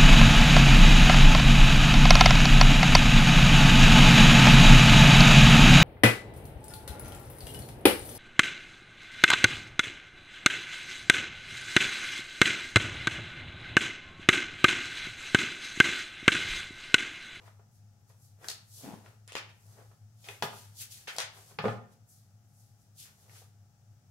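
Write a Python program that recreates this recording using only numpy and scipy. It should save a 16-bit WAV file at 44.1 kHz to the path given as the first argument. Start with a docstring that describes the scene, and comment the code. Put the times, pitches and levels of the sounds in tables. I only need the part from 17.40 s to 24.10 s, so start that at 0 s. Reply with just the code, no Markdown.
"""In a small quiet room with a low hum, someone colours with a wax crayon on paper at a wooden table.
The crayon rubs and scuffs as shaped grainy noise; hands and sheet slide as a hiss that darkens in each swish.
Knocks and hand thumps ring the decaying modes of the table top; crayons click as a crack with a brief ring.
One judder is a train of uneven noise bursts. Tones and shaped noise make the hum, rumble and air."""
import sys
import numpy as np
from scipy import signal
from scipy.fft import rfft, irfft, next_fast_len
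from scipy.io import wavfile
from scipy.ndimage import map_coordinates

SR = 44100
rng = np.random.default_rng(int(sys.argv[2]) if len(sys.argv) > 2 else 0)


def generate_wav(signal):
    """Clip the signal to [-1, 1] and save it as 16-bit WAV at the path in sys.argv[1]."""
    frames = np.transpose(np.atleast_2d(signal))
    scaled = np.clip(frames, -1, 1) * 32767
    pcm = np.round(scaled).astype(np.int16)
    wavfile.write(sys.argv[1], SR, pcm)


N = 295591  # length in samples

# Faint unsteady tones beside the hum. Each row: pitch in Hz, mean level in dB.
WHINE_TONES = [(209.9, -81), (710.6, -87), (823.6, -87)]
# A second hum tone swells, rising a little. Each row: time in seconds, pitch in Hz, level in dB.
HUM_SWELL = [(1.1, 104.2, -85), (1.6, 106, -66), (2.4, 107, -59.5), (2.9, 109.7, -58), (3.3, 113.6, -84.5)]
# Spectrum of the room's rumble. Each row: frequency in Hz, relative density in dB per Hz.
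RUMBLE_SPECTRUM = [(20, -31), (45, -9), (75, -7.5), (122, 3.5), (150, -1), (190, -5), (250, -15),
                   (350, -25.5), (700, -63)]
# Spectrum of the still room's air. Each row: frequency in Hz, relative density in dB per Hz.
AIR_SPECTRUM = [(150, -26), (280, -9.5), (380, -10.5), (560, -9.5), (820, -8.5), (1050, -16.5), (1300, -11),
                (2100, -18.5), (4100, -20), (5600, -13), (7000, -15), (9300, -22), (15700, -22.5)]
# Short gritty scuffs of crayon tip and sheet. Each row: start in seconds, level in dB, pitch in Hz,
# length in seconds.
SCUFFS = [(0.058, -61, 1400, 0.028), (1.883, -51.5, 1780, 0.031), (1.96, -39.5, 1900, 0.026),
          (2.09, -59, 2090, 0.018), (2.375, -54, 480, 0.053), (2.84, -54, 2800, 0.033),
          (3.022, -42.5, 8800, .035), (3.672, -37, 1900, 0.034), (3.787, -35.5, 2050, 0.046),
          (4.219, -50, 4280, 0.11), (5.645, -60, 1622, 0.052), (5.949, -61, 1400, 0.022)]
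# The crayon drags over the paper. Each row: hardest pressure in seconds, relative level in dB,
# rise in seconds, fall in seconds.
CRAYON_DRAGS = [(.06, -61.5, .2, 0.051), (.705, -70, .03, .09), (1.042, -54.5, .06, 0.13),
                (1.471, -55.5, 0.12, 0.22), (1.658, -60.5, .03, .16), (2.39, -64.5, .22, 0.16),
                (2.89, -52.5, .055, 0.12), (3.43, -71.5, 0.13, .07), (3.6, -73, .2, .2),
                (3.76, -55.5, 0.067, 0.12), (3.97, -57.5, .025, 0.14), (4.11, -61.5, .04, 0.082),
                (5.69, -75, 0.051, .12), (5.95, -67, 0.24, 0.15)]
# Spectrum of wax on paper. Each row: frequency in Hz, relative density in dB per Hz.
GRIT_SPECTRUM = [(150, -17), (400, 4.5), (800, 2.5), (1700, -3.5), (3200, -12), (6000, -15), (15000, -26)]
# Hand or sheet slides. Each row: fastest moment in seconds, relative level in dB, rise in seconds,
# fall in seconds, lower edge of the hiss in Hz at the fastest moment.
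HAND_SLIDES = [(.07, -70, 0.099, 0.14, 2460), (.36, -72, 0.087, .1, 4470), (.70, -68.5, 0.043, 0.086, 3500),
               (.85, -65, .13, .12, 4740), (1.075, -56.5, 0.085, .17, 4000),
               (1.38, -52.5, 0.13, 0.28, 3500), (1.69, -71.5, .1, .15, 2200), (2.32, -66.5, 0.29, .4, 4000),
               (2.90, -56.5, .14, .19, 1900), (3.18, -55.5, 0.17, 0.21, 2000),
               (3.422, -42, 0.073, 0.057, 2200), (3.519, -50, 0.031, 0.2, 2670),
               (3.75, -57.5, .1, .08, 3500), (3.98, -59.5, 0.096, 0.23, 2400),
               (4.10, -61.5, 0.13, 0.11, 3100), (4.53, -71.5, 0.052, .06, 2000),
               (4.705, -60.5, .045, 0.19, 6100), (5.21, -68, 0.19, 0.22, 4800),
               (5.42, -73.5, 0.078, 0.12, 4300), (5.604, -50.5, 0.051, .13, 2800),
               (5.83, -67, 0.16, 0.13, 3000), (5.98, -58.5, 0.15, 0.13, 2210)]
# Spectrum of the sliding hiss. Each row: frequency in Hz, relative density in dB per Hz.
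HISS_SPECTRUM = [(600, -14.5), (1300, 2), (2000, -5), (3200, -3), (4500, -1.5), (6500, -0.5), (8500, -2),
                 (12000, -2), (15000, -10), (15800, -11)]
# The crayon tip strikes the table top. Each row: start in seconds, level in dB ahead of the bass shaping, #
# upper edge of the excited range in Hz (softer contact is lower).
TIP_KNOCKS = [(0.077, -57, 1230), (.194, -62, 1050), (.700, -67.5, 1460), (1.084, -52.5, 1180),
              (1.954, -51, 2400), (2.513, -63.5, 1000), (2.890, -53, 1080), (3.0238, -31.5, 5200),
              (3.032, -35, 560), (3.130, -53.5, 1400), (3.786, -44, 1200), (4.187, -33.5, 2420),
              (6.017, -62, 900)]
# The side of the hand lands with its weight and heaves the whole top. Each row: start in seconds, # level in dB
# ahead of the bass shaping, lower and upper edge of the excited range in Hz.
HAND_THUMPS = [(3.025, -38, 143, 170), (4.188, -38.5, 145, 171), (4.241, -29.5, 196, 800),
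               (4.253, -23.5, 202, 620), (4.268, -31.5, 90, 113), (4.281, -32.5, 210, 1200)]
# Single modes of the table top. Each row: pitch in Hz, relative level in dB, 60 dB decay in seconds.
TABLE_MODES = [(114.27, 0.5, 0.44), (153, 5.5, 0.14), (212.5, -4.5, .3), (230, 2, 0.17), (274.2, -8, 0.36),
               (408.8, 2, 0.11), (425, -7.5, .25), (473, 0, 0.07), (553, -8, 0.28), (660, -1.5, 0.073),
               (702.4, -4.5, 0.34), (798, 2, 0.13), (830.4, 0, 0.12), (911, -12.5, 0.17), (1030, -33, 0.12),
               (1067, -21.5, 0.14), (1227, 3, 0.19), (1350, -10, 0.24), (1404, -3.5, 0.31),
               (1520, -14.5, 0.2), (1724, -1, 0.15), (1810, -1, 0.23), (2400, -6, 0.11), (4714, 4, .08)]
# The top's dense modes, heard as a thud. Each row: frequency in Hz, relative density in dB per Hz.
WOOD_SPECTRUM = [(80, -15), (200, 7), (420, 0), (800, -0.5), (1400, -1), (2000, -3), (4500, -4),
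                 (7000, -14), (9500, -19), (12000, -2), (15000, -34.5)]
# How the knocks' bass is heard, with a steep low cut and a deep dip near 305 Hz. Each row: frequency in Hz,
# gain in dB.
KNOCK_BASS_SHAPE = [(30, -24), (70, -9), (105, 4.5), (275, -3), (305, -19), (350, -7), (390, 1.5)]
# Hard little contacts of crayons and nails. Each row: start in seconds, level in dB, pitch in Hz,
# ring over crack in dB, flight of the first bounce in seconds (0.004 or less: no bounce).
CLICKS = [(1.0434, -48, 1370, 23, 0), (1.0846, -35.5, 4550, -0.5, 0.016), (1.661, -58, 1380, 10, 0),
          (1.877, -53.5, 4186, -9, 0.0014), (1.9208, -48.5, 3300, -9, 0.0096),
          (1.953, -35.5, 2200, -9.5, .014), (2.843, -58, 2602, -11, 0.00027), (2.8868, -43, 2399, 12, 0),
          (3.0238, -36, 2300, -9, 0.000087), (3.680, -45, 2700, -18, 0.0005),
          (3.764, -46, 5140, 4, 0.00046), (3.784, -32, 3420, -9, 0.018), (5.895, -61, 1780, 4, 0.0008)]
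# Spectrum of a hard contact. Each row: frequency in Hz, relative density in dB per Hz.
CRACK_SPECTRUM = [(150, -46), (500, 4.5), (1000, -6), (1700, -4), (3500, -5), (8000, -1), (12500, -0.5),
                  (15000, -8)]
# Spectrum of skin stuttering on the sheet. Each row: frequency in Hz, relative density in dB per Hz.
SKIN_SPECTRUM = [(70, -22), (130, -3), (200, 4), (275, 4.5), (400, -9.5), (600, -13), (800, -6),
                 (1200, -19.5), (3000, -27), (8000, -45)]
# How alike left and right are. Each row: frequency in Hz, likeness from 0 to 1.
STEREO_LIKENESS = [(30, 0.74), (60, .94), (150, 0.75), (300, 0.58), (650, 0.83), (1400, .12), (3000, .02)]
# Decay of the room's longer tail. Each row: frequency in Hz, 60 dB decay in seconds.
ROOM_DECAY = [(120, 0.71), (400, 0.4), (1000, 0.46), (3000, 0.43), (7000, 0.29), (14000, 0.22)]

HUM_HZ, HUM_DB, HUM_WAVER_DB = 102, -63.5, 3.5  # the core of the hum
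DRONE_HZ, DRONE_Q, DRONE_DB = 106.3, 5.2, -64  # a narrow noise band around it makes it beat unevenly
# a stroke is this far down after its rise or fall time; the bends set how round its top is
STROKE_DROP_DB, RISE_BEND, FALL_BEND = 22, 1.44, 1.12
# the hiss edge glides from this far above its middle to this far below as the gap under the hand changes
DARKEN_OCTAVES = 0.83
TIP_LOW_HZ = 355  # so small a contact hardly reaches the modes below this
FLIGHT_SHRINK, BOUNCE_LOSS_DB = .85, 5  # each flight over the one before; loss a bounce
JUDDER_S, JUDDER_DB, JUDDER_ATTACK_S, JUDDER_HOLD_S = 1.432, -43.5, 0.00826, 0.11
JUDDER_SAG_DB_PER_S, JUDDER_RELEASE_DB_PER_S = 27, 190  # the release adds to the sag after the hold
TOP_HZ = 15800  # band limit of the output


def amp(db):
    """Decibels to gain."""
    return 10 ** (np.asarray(db) / 20)


def unit(x):
    """Scaled to rms 1."""
    return x / np.sqrt(np.mean(x ** 2) + 1e-20)


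def along(points, hz):
    """(Hz, value) points read on a log axis."""
    f, v = np.transpose(points)
    return np.interp(np.log(hz + 1), np.log(f + 1), v)


def wobble(rate):
    """A smooth random curve, rate knots a second."""
    knots = rng.standard_normal(int(N * rate / SR) + 4)
    return map_coordinates(knots, [np.arange(N) * rate / SR])


def filtered(x, response):
    """x shaped by a response over frequency."""
    n = x.shape[-1]
    m = next_fast_len(n + 8192)  # spare room for the filter's ringing
    return irfft(rfft(x, m) * response(np.fft.rfftfreq(m, 1 / SR)), m)[..., :n]


def colour(x, spectrum):
    """x shaped by the given spectrum, at rms 1."""
    return unit(filtered(x, lambda hz: amp(along(spectrum, hz))))


def resonance(f, hz, q):
    """Response of one resonance."""
    return 1 / (1 + 1j * q * (f / hz - hz / (f + 1)))


def diffuse(pair):
    """Two unrelated signals as two close microphones hear them: alike mostly in the lower range."""
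    turn = lambda hz: np.arccos(np.clip(along(STEREO_LIKENESS, hz), -1, 1)) / 2
    mid, side = filtered(pair, lambda hz: np.array([np.cos(turn(hz)), np.sin(turn(hz))]))
    return np.array([mid + side, mid - side])


def noise(size):
    """Stereo white noise."""
    return diffuse(rng.standard_normal((2, size)))


def contact(size):
    """Noise from one small spot: a good part reaches both microphones alike."""
    return noise(size) + 0.73 * rng.standard_normal(size)


def pan(db):
    """Left and right gains, db louder on the left."""
    return amp([[db / 2], [-db / 2]])


def add(track, s, db, hit):
    """Lay a hit into the track with the energy of 10 ms at the given level."""
    part = track[:, round(s * SR):][:, :hit.shape[1]]
    levelled = amp(db) * unit(hit) * np.sqrt(.01 * SR / hit.shape[1])
    part += levelled[:, :part.shape[1]]


def hum():
    """A low tone beats against a narrow drone and, for a while, against a second tone."""
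    t = np.arange(N) / SR
    core_gain = amp(HUM_DB + HUM_WAVER_DB * wobble(8))
    core = core_gain * np.sin(2 * np.pi * HUM_HZ * t + .4 * wobble(4.5))
    s, hz, db = np.transpose(HUM_SWELL)
    swell_phase = 2 * np.pi * np.cumsum(np.interp(t, s, hz)) / SR
    swell = amp(np.interp(t, s, db)) * np.sin(swell_phase)
    drone = unit(filtered(rng.standard_normal(N), lambda f: resonance(f, DRONE_HZ, q=DRONE_Q) ** 2))
    return np.sqrt(2) * (core + swell) + amp(DRONE_DB) * drone  # root 2 makes the tone levels rms


def whine():
    """Faint tones that waver in level and pitch."""
    t = np.arange(N) / SR
    tones = 0
    for hz, db in WHINE_TONES:
        gain = amp(db + 2 * wobble(5))
        tones = tones + gain * np.sin(2 * np.pi * hz * t + wobble(9))
    return np.sqrt(2) * tones


def background():
    """A low wavering hum and faint tones over the rumble and hiss of the room."""
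    rumble = amp(-67.0) * colour(noise(N), RUMBLE_SPECTRUM)
    air = amp(-73.0) * colour(noise(N), AIR_SPECTRUM)
    return (hum() + rumble + whine()) * pan(db=2.5) + air * pan(db=4.0)


def scuffs():
    """Wax tears across the paper's tooth: a quick swell of tiny cracks."""
    out, t = np.zeros((2, N)), np.arange(SR // 5) / SR
    tooth = noise(N) * amp(1.2 * wobble(600))
    for s, db, hz, length in SCUFFS:
        cracks = tooth[:, round(s * SR):][:, :len(t)]
        swell = (t / length) ** 0.21 * np.exp(-(t / length) ** 2.7)
        add(out, s, db, swell * filtered(cracks, lambda f: resonance(f, hz, q=0.6) ** 2))
    return out


def stroke_shape(t, rise, fall):
    """Gain of one movement of the hand, t seconds from its peak: it speeds up, then dies away."""
    before = (np.maximum(-t, 0) / rise) ** RISE_BEND
    after = (np.maximum(t, 0) / fall) ** FALL_BEND
    return amp(-STROKE_DROP_DB * (before + after))


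def friction(spectrum, rough_db, catch_rate):
    """Paper fibres catch and let go: noise in tiny uneven bursts."""
    return colour(noise(N) * amp(rough_db * wobble(catch_rate)), spectrum)


def strokes():
    """Smooth sliding of skin and sheet, each swish darkening as it goes, and the coarser drag of wax."""
    hiss = friction(HISS_SPECTRUM, rough_db=1.0, catch_rate=400)
    hz, t, z = signal.stft(hiss, SR, nperseg=256)
    power = np.zeros((len(hz), len(t)))
    for s, db, rise, fall, edge_hz in HAND_SLIDES:
        edge = edge_hz * 2 ** (-DARKEN_OCTAVES * np.tanh(2.5 * (t - s) / (rise + fall)))
        high_pass = 1 / (1 + (edge / (hz[:, None] + 1)) ** 8)
        power += (amp(db) * stroke_shape(t - s, rise, fall)) ** 2 * high_pass
    slide = signal.istft(z * np.sqrt(power), SR, nperseg=256)[1][:, :N] * amp(2.5)
    pressure = sum(amp(db) * stroke_shape(t - s, rise, fall) for s, db, rise, fall in CRAYON_DRAGS)
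    grit = friction(GRIT_SPECTRUM, rough_db=1.5, catch_rate=170)
    return slide + np.interp(np.arange(N) / SR, t, pressure) * grit


def knocks():
    """Each blow rings the table top; the contact decides which range of modes it reaches."""
    out, t = np.zeros((2, N)), np.arange(SR // 3) / SR
    hz, mode_db, t60 = np.transpose(TABLE_MODES)[:, :, None]
    modes = amp(mode_db - 60 * t / t60) * np.exp(2j * np.pi * hz * t)
    thud_fade = amp(-60 * t / 0.053) + 1.9 * amp(-60 * t / 0.036)
    tip_blows = [(s, db, TIP_LOW_HZ, top) for s, db, top in TIP_KNOCKS]
    for s, db, low_hz, high_hz in tip_blows + HAND_THUMPS:
        reach = lambda f: 1 / np.sqrt((1 + (f / high_hz) ** 4) * (1 + (low_hz / (f + 1)) ** 12))
        phase = rng.standard_normal(hz.shape) * hz / 800  # short waves depend more on the spot struck
        strength = amp(rng.standard_normal(hz.shape)) * reach(hz) * np.exp(1j * phase)
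        ring = (strength * modes).imag.sum(0)
        thud = filtered(colour(contact(len(t)), WOOD_SPECTRUM), reach) * thud_fade
        onset = 1 - np.exp(-t * high_hz)  # softer contact starts slower
        add(out, s, db, (ring + amp(14.5) * thud) * onset)
    return filtered(out, lambda f: amp(along(KNOCK_BASS_SHAPE, f)))


def clicks():
    """A sharp crack, duller at lower pitch, and a small wax stick's brief ring; some bounce ever faster."""
    out, t = np.zeros((2, N)), np.arange(SR // 10) / SR
    crack_fade, ring_fade = amp(-60 * t / .009), amp(-60 * t / .017)
    onset = 1 - np.exp(-t / .0004)
    for s, db, hz, ring_db, flight in CLICKS:
        for k in range(3 if flight > .004 else 1):  # first contact, then up to two bounces
            dull = lambda f: 1 / np.hypot(1, (f / (2.2 * hz)) ** 3.8)
            crack = filtered(colour(contact(len(t)), CRACK_SPECTRUM), dull)
            ring = filtered(contact(len(t)), lambda f: resonance(f, hz, q=4.6))
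            delay = flight * np.sum(FLIGHT_SHRINK ** np.arange(k))
            hit = unit(crack * crack_fade) + amp(ring_db) * unit(ring * ring_fade)
            add(out, s + delay, db - BOUNCE_LOSS_DB * k, onset * hit)
    return out


def judder():
    """A hand sticks and slips on the sheet at an uneven rate, drumming softly on the table."""
    t = np.maximum(np.arange(N) / SR - JUDDER_S, 0)
    fade_db = JUDDER_SAG_DB_PER_S * t + JUDDER_RELEASE_DB_PER_S * np.maximum(t - JUDDER_HOLD_S, 0)
    cycle = np.cumsum(115 * np.exp(.3 * wobble(70))) / SR % 1  # around 115 slips a second
    slips = np.exp(-cycle / .45)
    envelope = np.minimum(t / JUDDER_ATTACK_S, 1) * amp(JUDDER_DB - fade_db)
    return envelope * colour(contact(N) * slips, SKIN_SPECTRUM)


def room(x):
    """The walls answer a few milliseconds later, the treble dying first."""
    hz, t, z = signal.stft(noise(SR * 2 // 3), SR, nperseg=256)
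    decay = amp(-60 * t / along(ROOM_DECAY, hz)[:, None]) + 1.6 * amp(-60 * t / 0.086)
    build_up = 1 - np.exp(-t / 0.0049)
    tail = signal.istft(z * decay * build_up, SR, nperseg=256)[1]
    return signal.fftconvolve(x, tail / np.linalg.norm(tail[0]), axes=1)[:, :N]


def scene():
    """Everything on the table, a little to the left; the table's bass arrives almost wholly direct."""
    wood, wax = knocks(), clicks() + scuffs()
    sliding = strokes() + judder()
    direct = wood * pan(db=1.5) + wax * pan(db=3.0) + sliding * pan(db=2.0)
    send = amp(-1.5) * wood + amp(-0.5) * wax + amp(-7.0) * sliding
    spread = filtered(send, lambda f: f / np.hypot(f, 450))  # thins the bass sent to the room
    return direct + room(spread) * pan(db=1.3) + background()


def record(dry):
    """Nothing is kept above the band limit."""
    return filtered(dry, lambda hz: hz < TOP_HZ)


dry = scene()
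out = record(dry)
generate_wav(out)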